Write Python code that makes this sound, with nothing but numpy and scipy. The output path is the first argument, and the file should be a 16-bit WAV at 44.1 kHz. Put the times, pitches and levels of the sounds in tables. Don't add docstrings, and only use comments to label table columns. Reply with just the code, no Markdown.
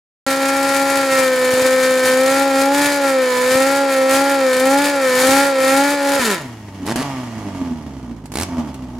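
import sys
import numpy as np
from scipy import signal
from scipy.fft import rfft, irfft
from scipy.io import wavfile
from scipy.ndimage import uniform_filter1d, map_coordinates

SR = 44100
rng = np.random.default_rng(int(sys.argv[2]) if len(sys.argv) > 2 else 0)


def pcm_store(signal):
    levels = np.round(np.clip(np.atleast_2d(signal), -1, 1) * 32767)
    wavfile.write(sys.argv[1], SR, levels.astype(np.int16).T)


N = 396459
TIME = np.arange(N) / SR
GRID = np.maximum(np.arange(4097) * SR / 8192, 1)

# time in seconds, firing rate in Hz.
SPIN_REVS = [(0.27, 270.6), (0.87, 275.7), (1.46, 255.1), (1.72, 258.8), (2.11, 257.1), (2.439, 275.6),
             (2.55, 270), (2.841, 287.4), (3.37, 250.4), (3.78, 276.5), (4.018, 264.5), (4.291, 276.7),
             (4.53, 256.0), (4.87, 287), (5.13, 253.2), (5.44, 279.5), (5.61, 263.6), (5.93, 286.3),
             (6.031, 279.1), (6.15, 279.1)]
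# time in seconds, firing rate in Hz.
RUN_DOWN_REVS = [(6.17, 278.4), (6.33, 191.7), (6.46, 124.2), (6.6, 106.4), (6.84, 91.9), (6.915, 115.4),
                 (6.95, 115.5), (7.03, 144.6), (7.6, 89.9), (8.13, 57.33), (8.32, 47.4), (8.424, 95.6),
                 (8.77, 65.24), (8.99, 60.2)]
# strength in dB, lateness as a share of the firing interval.
CYLINDERS = [(-0.1, 0.0061), (1.5, -0.009), (-0.5, -0.0028), (0.34, -0.0058)]
# start in seconds, end in seconds, extra gas in dB,
# scatter of firing strength in dB during the spell.
AFTERBURN = [(1.539, 1.67, 6.5, 2), (2.197, 2.273, 2.5, 0.5), (2.724, 2.98, 4.5, 0.8), (3.5, 3.57, 4, 0.5),
             (4.082, 4.168, 3, -0.3), (4.573, 4.63, 3, 1), (4.824, 4.92, 4.5, 1.5), (5.173, 5.35, 4.5, 1.2),
             (5.874, 5.943, 3.5, 1), (6.07, 6.181, 5, 2.1), (6.19, 6.353, 7, 1.3)]
# time in seconds, change in dB.
TREBLE = [(.3, 0.5), (.6, 1.5), (1.15, 2.5), (1.45, 0), (2.0, -1), (2.6, 1.5), (3.15, -0.5), (3.65, 0.5),
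          (4.25, 1.5), (5.0, -3), (5.3, 0), (5.55, -4), (5.75, 3.5), (6.0, -6.5), (6.15, -1)]
# pitch in Hz, width in Hz, strength in dB.
DRONE_MODES = [(292, 68, -1), (831.4, 87, -3)]
HOWL_MODES = [(403, 120, -12.5), (518.4, 83, 7)]
BARK_MODES = [(991, 45, 5), (1010, 410, -16), (1364, 148, 5), (1548, 15, -0.5), (1801, 174, 6),
              (2124, 57, -5), (2327, 154, -0.5), (2650, 36, -4.5), (3100, 81, -8.5), (3640, 190, -18),
              (4350, 340, -20), (4870, 450, -13.5)]
# pitch in Hz, width in Hz, strength in dB.
OVERRUN_MODES = [(246, 180, 0), (423, 77, 1)]
# frequency in Hz, strength in dB.
RASP = [(50, -10), (130, 0.5), (350, 2), (700, 1.5), (1200, 0.5), (1800, 1), (2900, -3), (3400, -4),
        (4400, -1.5), (5800, -4), (8000, -3), (10600, -3), (13000, -9.5), (16000, -19)]
# pitch in Hz, width in Hz, strength in dB.
RASP_MODES = [(2390, 460, -4.5), (3150, 130, -8), (3670, 460, -7), (5070, 80, -9.5), (6820, 790, -6.5)]
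# time in seconds, level in dB.
HARD_BANGS = [(1.528, -21), (1.537, -10), (1.622, -14), (3.554, -12), (5.292, -9.5), (6.195, -11), (6.856, -24),
              (6.8644, -14.5), (6.958, -8.5), (7.427, -42), (8.2564, -25), (8.3184, -19), (8.3376, -18),
              (8.742, -23.5)]
# frequency in Hz, strength in dB.
BANG = [(30, -16), (80, 0), (150, -1), (300, 4.5), (500, -3.5), (900, 3), (1500, -10), (3000, -54),
        (8000, -27)]
# time in seconds, force in dB.
FORCE = [(6.4, -6), (6.6, -13.5), (6.82, -5), (7.06, 1.5), (7.3, -4.0), (7.64, 3.5), (7.77, -2), (8.1, 0),
         (8.22, -6), (8.47, 1), (8.6, 9), (8.78, -1.5), (8.98, 2)]
# middle in seconds, length in seconds, extra throb in dB.
CATCHES = [(6.838, 0.098, 12), (7.37, 0.058, 7), (7.471, .07, 11.5), (7.619, 0.045, 8), (7.722, 0.041, 7),
           (8.089, .12, 3)]
# pitch in Hz, width in Hz, strength in dB.
THUD_MODES = [(64.4, 35.6, -0.5), (136.35, 93, 0)]
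RING_MODES = [(244.7, 42.5, 18), (380.7, 71, -20)]
BURBLE_MODES = [(655, 140, 9.5), (900, 160, 8.5), (1163, 120, 4.5), (1920, 440, -20), (2860, 760, -37)]
EDGE_MODES = [(1886, 120, 4.5), (2230, 130, 3), (2830, 160, 7.5), (3220, 180, 1)]
# frequency in Hz, strength in dB.
HISS = [(820, -13), (1400, -1.5), (1700, -2), (1880, -2), (2150, -3), (2720, -6), (3230, -4), (3720, -10),
        (4760, -8.5), (6520, -9.5), (8250, -16), (11700, -17.5), (16000, -35)]
# start in seconds, end in seconds, level in dB, gas against thump in dB,
# tilt of the gas in dB per octave.
BLIPS = [(6.8752, 6.924, -21, -4, -4), (6.9644, 7.031, -26.5, 1, -4.5), (8.355, 8.432, -23.5, -1, 1)]
# time in seconds, left minus right in dB.
PAN = [(6, 0.5), (7.7, -2.5), (9, -1.8)]

FULL_CLIMB_HZ_PER_S, THROTTLE_LEAD_S = 147, 0.008
DRONE_DB, DRONE_THROTTLE_DB = -22.5, 4.5
HOWL_DB = -17.5
BARK_DB, BARK_THROTTLE_DB = -22.5, 1.3
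GROWL_DB, GROWL_THROTTLE_DB = -30, -0.5
RASP_DB, RASP_THROTTLE_DB = -27, 3.5
BURN_SCATTER_DB, FLICKER_DB, FLICKER_HZ = 1.17, 2.3, 13
WOBBLE_HZ, REV_WOBBLE, DRONE_WOBBLE_DB, HOWL_WOBBLE_DB = 11, 0.001825, 1.4, 0.5
SIZZLE_DB, SIZZLE_OVERRUN_DB = -41, 8
BUILD_DB, BUILD_S = -4, 1.74
GRIP_S, GRIP_TIME_S, GRIP_DROP_DB, OVERRUN_DB = 6.185, .03, -11.5, -21
LIFT_S, LIFT_DB_PER_S, HANDOVER_S = 6.335, 175, 0.08
COAST_HZ = 90
THUD_DB, THUD_DB_PER_OCTAVE, THUD_SHARE = -33, 2.5, 0.31
BURBLE_DB, BURBLE_DB_PER_OCTAVE = -38.5, 12.5
HISS_DB, HISS_DB_PER_OCTAVE, HISS_SHARE = -43.5, 11, 0.53
THROB_DB, THROB_SHARE = -30, 0.96
EDGE_DB, RUMBLE_DB, FLUTTER_DB = -8.5, -4.5, 2
COAST_SCATTER_DB, SCATTER_DB_PER_OCTAVE, SCATTER_PER_FORCE = 2.5, -2.2, -0.067
START_S, TOP_HZ = .265, 15900


def db_to_gain(db):
    return 10 ** (np.asarray(db) / 20)


def curve(rows):
    times, values = np.transpose(rows)
    return np.interp(TIME, times, values)


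def unit(x):
    return x / np.sqrt(np.mean(x ** 2) + 1e-18)


def hold(x, db, size=2600):
    power = uniform_filter1d(uniform_filter1d(x ** 2, size), size)
    return x * db_to_gain(db) / np.sqrt(np.abs(power) + 1e-14)


def mean_level(x, db, when):
    return x * db_to_gain(db) / np.sqrt(np.average(x ** 2, weights=when))


def wander(rate_hz):
    return 1.2 * np.interp(TIME * rate_hz, np.arange(1024), rng.standard_normal(1024))


def modes(rows):
    gain = 0
    for hz, width, db in rows:
        detuning = (GRID / hz - hz / GRID) * hz / width
        gain = gain + db_to_gain(db) / (1 + detuning ** 2)
    return gain


def slope(points):
    hz, db = np.transpose(points)
    return db_to_gain(np.interp(np.log(GRID), np.log(hz), db))


def ring(x, gain):
    cepstrum = irfft(np.log(gain + 1e-6))
    half = len(cepstrum) // 2
    cepstrum[1:half] *= 2
    cepstrum[half + 1:] = 0
    response = irfft(np.exp(rfft(cepstrum)))[:half]
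    return signal.oaconvolve(x, response)[:N]


def strikes(times, sizes):
    at = np.asarray(times)[:, None] * SR
    taps = np.floor(at).astype(int) + np.arange(-3, 5)
    shape = np.sinc(taps - at) * np.sinc((taps - at) / 4)
    return np.bincount(np.clip(taps, 0, N - 1).ravel(), (shape * sizes[:, None]).ravel(), N)


def swell(pulses, rise_s):
    t = TIME[:400]
    hump = t * np.exp(-t / rise_s)
    return signal.oaconvolve(pulses, hump / hump.sum())[:N]


def puffs(pulses, decay_s, gain, spread=.4):
    envelope = signal.lfilter([1], [1, -np.exp(-1 / (decay_s * SR))], pulses)
    mid = ring(envelope * rng.standard_normal(N), gain)
    side = ring(envelope * rng.standard_normal(N), gain * spread * GRID / (GRID + 1200))
    return np.array([mid + side, mid - side])


def engine_speed():
    times, hz = np.transpose(SPIN_REVS)
    rows = np.arange(len(times))
    turn = np.interp(TIME, times, rows)
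    eased = np.floor(turn) + np.sin(np.pi / 2 * (turn % 1)) ** 2
    swings = np.interp(eased, rows, hz)
    times, hz = np.transpose(RUN_DOWN_REVS)
    run_down = np.exp(np.interp(TIME, times, np.log(hz)))
    return np.where(TIME < times[0], swings, run_down)


def throttle_of(hz):
    climb = uniform_filter1d(np.gradient(hz) * SR, size=2200)
    return np.tanh(np.interp(TIME + THROTTLE_LEAD_S, TIME, climb) / FULL_CLIMB_HZ_PER_S)


def firing_times(hz, start, end):
    count = np.cumsum(hz) / SR
    first, last = np.interp([start, end], TIME, count)
    return np.interp(np.arange(first, last), count, TIME)


def firings(hz, scatter_db, jitter):
    times = firing_times(hz, 0, N / SR)
    late_chance, size_chance, flare = rng.standard_normal((len(times), 3)).T
    habit_db, late = np.array(CYLINDERS)[np.arange(len(times)) % len(CYLINDERS)].T
    uneven_db = np.interp(times, TIME, scatter_db)
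    delay = (late + jitter * uneven_db * late_chance) / np.interp(times, TIME, hz)
    return times + delay, db_to_gain(habit_db + uneven_db * size_chance), flare


def afterburn():
    gas_db, scatter_db = 0, BURN_SCATTER_DB
    for start, end, extra_db, uneven_db in AFTERBURN:
        spell = uniform_filter1d(1. * ((TIME > start) & (TIME < end)), size=1500)
        gas_db = gas_db + extra_db * spell
        scatter_db = scatter_db + (uneven_db - BURN_SCATTER_DB) * spell
    return gas_db, scatter_db


def cycle_noise(hz):
    cycles = np.cumsum(hz) / SR / len(CYLINDERS)
    one_cycle = signal.resample(rng.standard_normal(256), 4096)
    return np.interp(cycles % 1, np.arange(4096) / 4096, one_cycle)


def burnout(hz):
    throttle, roaring = throttle_of(hz), TIME < LIFT_S
    hz = hz * (1 + REV_WOBBLE * wander(WOBBLE_HZ))
    gas_db, scatter_db = afterburn()
    treble_db = curve(TREBLE) + FLICKER_DB * wander(FLICKER_HZ)
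    times, sizes, flare = firings(hz, scatter_db, jitter=0.0081)
    pulses = strikes(times, sizes)

    drone_db = DRONE_THROTTLE_DB * throttle + DRONE_WOBBLE_DB * wander(WOBBLE_HZ)
    drone = mean_level(ring(pulses, modes(DRONE_MODES)), DRONE_DB, roaring) * db_to_gain(drone_db)
    howl = mean_level(ring(pulses, modes(HOWL_MODES)), HOWL_DB, roaring)
    howl = howl * db_to_gain(HOWL_WOBBLE_DB * wander(WOBBLE_HZ))
    gripped = np.clip((TIME - GRIP_S) / GRIP_TIME_S, 0, 1)
    low_db = BUILD_DB * np.maximum(1 - TIME / BUILD_S, 0) + GRIP_DROP_DB * gripped
    low = (drone + howl) * db_to_gain(low_db)
    hollow = ring(pulses, modes(OVERRUN_MODES))
    overrun = gripped * mean_level(hollow, OVERRUN_DB, gripped * roaring)
    bark_db = BARK_DB + BARK_THROTTLE_DB * throttle + 0.18 * gas_db + 0.68 * treble_db
    bark = hold(ring(pulses, modes(BARK_MODES)), bark_db)

    colour = slope(RASP) * (1 + modes(RASP_MODES))
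    colour = colour * slope([(20, -7), (90, -2), (300, -0.5), (1200, -0.5)])
    flow = swell(pulses, rise_s=0.0014) * cycle_noise(hz)
    growl_tilt = slope([(130, -2.5), (400, 1), (1500, 0), (4500, -2.5), (9000, -14)])
    growl_db = GROWL_DB + GROWL_THROTTLE_DB * throttle + 0.2 * gas_db
    growl = hold(ring(flow, colour * growl_tilt), growl_db)
    flares = strikes(times, sizes * db_to_gain(5.1 * flare))
    gas = unit(puffs(flares, decay_s=0.0094, gain=colour, spread=0.5))
    fronts = strikes(times + rng.random(len(times)) / 1500, db_to_gain(6 * np.minimum(flare, 2)))
    shocks = db_to_gain(-6.5) * unit(ring(fronts, colour * GRID / (GRID + 3000)))
    rasp = hold(gas + shocks, RASP_DB + RASP_THROTTLE_DB * throttle + gas_db + treble_db)
    rasp = rasp * db_to_gain(1.2 * np.array([[1], [-1]]))
    sizzle = hold(ring(pulses, modes(RASP_MODES)), SIZZLE_DB + SIZZLE_OVERRUN_DB * gripped)
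    return low + overrun + bark + sizzle + growl + rasp


def pit_wall(x, t60_s, wet_db, delay_s):
    t = TIME[:SR // 2]
    tails = rng.standard_normal((2, len(t))) * db_to_gain(-60 * t / t60_s) * (t > delay_s)
    wall = slope([(80, -61), (260, -15.5), (520, -10), (2000, -6.0), (6000, -5.0), (15000, -16.5)])
    source = ring(x.mean(axis=0), wall)
    echoes = [signal.oaconvolve(source, tail / np.linalg.norm(tail))[:N] for tail in tails]
    return db_to_gain(wet_db) * np.array(echoes)


def hard_bangs():
    times, db = np.transpose(HARD_BANGS)
    pulses = swell(strikes(times, db_to_gain(db)), rise_s=0.00022)
    thump = ring(-pulses, slope(BANG))
    spit = puffs(pulses, decay_s=0.0084, gain=slope(RASP), spread=1.0)
    both = thump / np.abs(thump).max() + db_to_gain(-2.0) * spit / np.abs(spit).max()
    return db_to_gain(db.max()) * both


def coasting(hz):
    force_db = curve(FORCE)
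    octaves = np.log2(hz / COAST_HZ)
    thud_db = THUD_DB + THUD_DB_PER_OCTAVE * octaves + THUD_SHARE * force_db
    hiss_db = HISS_DB + HISS_DB_PER_OCTAVE * octaves + HISS_SHARE * force_db
    scatter_db = COAST_SCATTER_DB + SCATTER_DB_PER_OCTAVE * octaves + SCATTER_PER_FORCE * force_db
    scatter_db = np.maximum(scatter_db, .5)
    catch_db = sum(db * np.exp(-(2 * (TIME - s) / length) ** 2) for s, length, db in CATCHES)
    times, sizes, flare = firings(hz, scatter_db, jitter=0.0036)
    pulses = strikes(times, sizes)
    flares = strikes(times, sizes * db_to_gain(2.9 * flare))

    thud = hold(ring(-pulses, modes(THUD_MODES)), thud_db)
    throb = mean_level(ring(-pulses, modes(RING_MODES)), THROB_DB, TIME > LIFT_S + HANDOVER_S)
    throb = throb * db_to_gain(THROB_SHARE * force_db + catch_db)
    clear = hold(ring(-pulses, modes(BURBLE_MODES)), 0)
    flutter = puffs(flares, decay_s=0.016, gain=modes(BURBLE_MODES), spread=0.35)
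    flutter = hold(flutter, FLUTTER_DB + 4.5 * (scatter_db - COAST_SCATTER_DB))
    burble = hold(clear + flutter, BURBLE_DB + BURBLE_DB_PER_OCTAVE * octaves + force_db)
    hiss = hold(puffs(flares, decay_s=0.02, gain=slope(HISS), spread=0.93), hiss_db)
    edge = ring(swell(-pulses, rise_s=0.00029), slope(HISS) * modes(EDGE_MODES))
    edge = hold(edge, hiss_db + EDGE_DB + 6 * octaves)
    rumble = ring(rng.standard_normal(N), slope(BANG) * slope([(250, -4.5), (1000, -17)]))
    rumble = hold(rumble, thud_db + RUMBLE_DB)
    return thud + throb + burble + hiss + edge + rumble


def blips(hz):
    out = 0
    for start, end, db, gas_db, tilt_db in BLIPS:
        times = firing_times(hz, start, end)
        pulses = strikes(times, db_to_gain(0.56 * rng.standard_normal(len(times))))
        thump = unit(ring(swell(-pulses, rise_s=0.00028), slope(BANG)))
        colour = slope(RASP) * db_to_gain(tilt_db * np.log2(1 + GRID / 1500))
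        crack = unit(puffs(swell(pulses, rise_s=0.00039), decay_s=0.0039, gain=colour, spread=0.42))
        share = np.sqrt((end - start) * SR / N)
        out = out + db_to_gain(db) * share * (thump + db_to_gain(gas_db) * crack)
    return out


def scene():
    hz = engine_speed()
    load = db_to_gain(-LIFT_DB_PER_S * np.maximum(TIME - LIFT_S, 0))
    rolling = np.clip((TIME - LIFT_S) / HANDOVER_S, 0, 1)
    car = load * burnout(hz) + hard_bangs() + rolling * coasting(hz) + blips(hz)
    pan_db = curve(PAN)
    heard_at = np.arange(N) + 0.68 * np.minimum(pan_db, 0)
    left = map_coordinates(car[0], [heard_at], order=3)
    direct = np.array([left, car[1]]) * db_to_gain(np.array([pan_db, -pan_db]) / 2)
    return direct + pit_wall(car, t60_s=0.26, wet_db=-2, delay_s=0.0029)


def record(dry):
    started = dry * (TIME > START_S)
    rounded = started / (1 + (dry / .8) ** 6) ** (1 / 6)
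    low_pass = signal.ellip(12, .2, 80, TOP_HZ, fs=SR, output="sos")
    return signal.sosfilt(low_pass, rounded)


dry = scene()
out = record(dry)
pcm_store(out)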